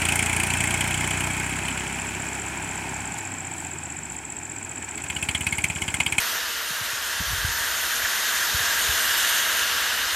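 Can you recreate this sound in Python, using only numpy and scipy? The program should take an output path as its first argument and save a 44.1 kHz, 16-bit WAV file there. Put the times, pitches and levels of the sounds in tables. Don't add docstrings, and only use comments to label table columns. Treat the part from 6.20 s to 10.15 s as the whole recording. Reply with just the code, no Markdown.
import sys
import numpy as np
from scipy import signal
from scipy.fft import rfft, irfft
from scipy.io import wavfile
from scipy.ndimage import uniform_filter1d

SR = 44100
rng = np.random.default_rng(int(sys.argv[2]) if len(sys.argv) > 2 else 0)


def dump(signal):
    limited = np.clip(np.atleast_2d(signal).T, -1, 1)
    pcm = np.round(limited * 32767).astype(np.int16)
    wavfile.write(sys.argv[1], SR, pcm)


N = 174195
T = np.arange(N) / SR
FREQS = np.maximum(np.fft.rfftfreq(N, 1 / SR), 1)


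def gain(db):
    return 10 ** (np.asarray(db) / 20)


def unit(x):
    return x / np.sqrt(np.mean(x ** 2))


def fade(rows):
    return gain(np.interp(T, *np.array(rows).T))


def colour(x, rows):
    hz, db = np.array(rows).T
    return irfft(rfft(x) * gain(np.interp(np.log(FREQS), np.log(hz), db)), N)


def resonance(x, hz, width_hz):
    return irfft(rfft(x) / (1 + 1j * (FREQS ** 2 - hz ** 2) / (FREQS * width_hz)), N)


def wander(per_s):
    step = int(SR / per_s)
    stairs = np.repeat(rng.standard_normal(N // step + 2), step)
    return unit(uniform_filter1d(stairs, step)[:N])


def room(x, fade_s=0.39, echo_db=-13):
    age = T[:SR // 4]
    tail = rng.standard_normal((2, len(age))) * gain(-60 * age / fade_s) * (age > .003)
    tail *= gain(echo_db) / np.sqrt(np.sum(tail ** 2) / 2)
    echo = signal.fftconvolve(x, tail, axes=1)[:, :N]
    return (x + echo) / np.hypot(1, gain(echo_db))


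def treble_flicker(x, band_hz=900, depth_db=1.7):
    spectrum, band = rfft(x), np.minimum(FREQS // band_hz, 15)
    return sum(irfft(spectrum * (band == k), N) * gain(min(k / 10, 1) * depth_db * wander(36))
               for k in np.unique(band))


def buffets(rise_s=0.0056, sag_s=0.0064):
    # f/Hz, level/dB
    rumble_tone = [(20, -28), (35, -18), (48, -2.5), (62, 0), (85, -2), (125, -13.5), (200, -24),
                   (400, -28)]
    # t/s, level/dB
    rumble_level = [(0, -58), (.25, -54), (.85, -55.5), (1.15, -33.5), (1.5, -49.5), (2.2, -53),
                    (2.7, -44.5), (3.1, -52.5), (3.95, -48)]
    # t/s, level/dB, f/Hz
    thumps = [(0.504, -37.5, 146), (0.611, -33.5, 110), (.73, -42, 110), (1.0, -27.5, 76),
              (1.004, -30, 176), (1.078, -38, 75), (1.106, -30, 84), (1.131, -25, 70), (1.179, -33, 62),
              (1.245, -21.5, 91), (1.282, -32, 79), (1.301, -33, 75), (1.406, -40, 69.6), (1.836, -39, 70),
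              (2.344, -24, 74.5), (2.402, -35, 105), (2.639, -43, 70), (2.689, -28, 72)]
    out = unit(colour(rng.standard_normal(N), rumble_tone)) * fade(rumble_level)
    for at, db, hz in thumps:
        age = np.maximum(T - at, 0)
        cycles = hz * (0.77 * age + sag_s * (1 - np.exp(-age / sag_s)))
        swell = age / rise_s * np.exp(1 - age / rise_s)
        out += gain(db) * swell * np.sin(2 * np.pi * cycles)
    return out


def motor(speed, shaft_hz=469.5):
    # multiple of the shaft rate, level/dB
    whine = [(1, -54.5), (2, -56.5), (3, -46), (6, -52)]
    # f/Hz, level/dB
    air_tone = [(100, -31), (220, -11), (380, -10), (530, -9.5), (620, -3), (830, -6.5), (1180, 1),
                (1950, 1.5), (2250, -2), (2700, 0), (4300, -3), (5700, -3.5), (6600, -3.5), (7600, -8.5),
                (10500, -10.5), (12000, -7.5), (16000, -10)]
    # t/s, level/dB
    air_level = [(0, -27), (.16, -28), (.27, -29.5), (.7, -30), (1.2, -30), (1.8, -27.5), (2.4, -26.5),
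                 (3.0, -25), (3.5, -26), (3.95, -27.5)]
    angle = 2 * np.pi * np.cumsum(shaft_hz * speed) / SR
    out = unit(colour(rng.standard_normal((2, N)), air_tone)) * fade(air_level)
    out[0] += np.sqrt(2) * sum(gain(db + 2 * wander(24.67)) * np.sin(k * angle) for k, db in whine)
    return out


def squeaks(waver_hz=135):
    # t/s, length/s, f/Hz, level/dB
    catches = [(1.855, 0.015, 1630, -21), (3.175, .03, 6400, -31)]
    out = np.zeros((2, N))
    for at, length, hz, db in catches:
        angle = 2 * np.pi * np.cumsum(hz + waver_hz * wander(300)) / SR
        out[0] += gain(db) * np.sin(angle) * np.exp(-(2 * (T - at) / length) ** 2)
    return out


def grit(cracks_per_s=22000, spread_db=10):
    clicks = (rng.random((2, N)) < cracks_per_s / SR) * rng.choice([-1, 1], (2, N))
    return unit(clicks * gain(spread_db * rng.random((2, N))))


def ring(pitches, contact):
    out = np.zeros((2, N))
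    for hz, width, db in pitches:
        strength = gain(db + 0.7 * wander(23.98))
        ringing = resonance(grit() * contact, hz, width)
        out += strength * resonance(ringing, hz, 4 * width)
    return unit(out)


def grinding(speed, spindle_hz=44.1):
    # f/Hz, width/Hz, relative level/dB
    tile_pitches = [(937, 99, -11.5), (1374, 147, -7.5), (1592, 92, 0.5), (1744, 220, -3),
                    (1924, 180, -12.5), (3180, 140, -6.5), (3646, 420, -10), (4200, 85, -9.5),
                    (4520, 200, -13), (5270, 260, -14), (6430, 730, -15), (8640, 77, -18.5)]
    # t/s, level/dB
    bite = [(0, -31), (.3, -35.5), (.78, -34), (.92, -31), (1.5, -30), (2.1, -29.5), (2.45, -26.5),
            (2.8, -28), (3.08, -26), (3.3, -28), (3.6, -28.5), (3.95, -28)]
    # f/Hz, width/Hz, relative level/dB
    bit_pitches = [(2846, 66, 2.5), (2957, 240, 1), (3060, 740, -8.5), (3720, 240, -6)]
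    # t/s, level/dB
    bit_level = [(0, -45), (2.0, -44), (2.65, -35), (3.0, -33), (3.35, -33), (3.95, -35)]
    # f/Hz, level/dB
    hiss_tone = [(3500, -8.5), (5000, -16), (5700, -4), (6600, 9.5), (7700, 0), (8860, 6), (9500, 3.5),
                 (10700, -2.5), (11650, 3), (13200, 7), (16000, -25)]
    # t/s, level/dB
    hiss_level = [(0, -35.5), (.3, -49), (.7, -41), (1.22, -40.5), (1.37, -34), (1.8, -36), (2.1, -33.5),
                  (2.6, -32), (3.13, -30.5), (3.4, -37.5), (3.75, -51), (3.95, -33)]
    turn = np.sin(2 * np.pi * np.cumsum(spindle_hz * speed) / SR)
    contact = (1 + .05 * turn) * gain(0.38 * wander(32))
    hiss = unit(colour(grit() * contact, hiss_tone)) * gain(.7 * wander(32))
    tile = ring(tile_pitches, contact) * fade(bite)
    bit = ring(bit_pitches, contact) * fade(bit_level)
    return tile + bit + hiss * fade(hiss_level)


def scene():
    # f/Hz, level/dB
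    width = [(100, -64), (4000, -74), (4300, -49), (5400, -21), (6000, -13.5), (8200, -5.5), (12000, -5.5),
             (14000, -7.5)]
    speed = 1 + .009 * wander(12)
    drill = room(motor(speed) + grinding(speed))
    middle, side = treble_flicker(drill) + squeaks()
    middle, side = middle + buffets(), colour(side, width)
    return np.array([middle + side, middle - side])


def record(dry, top_hz=14280):
    return irfft(rfft(dry) / np.sqrt(1 + (FREQS / top_hz) ** 500), N)


dry = scene()
out = record(dry)
dump(out)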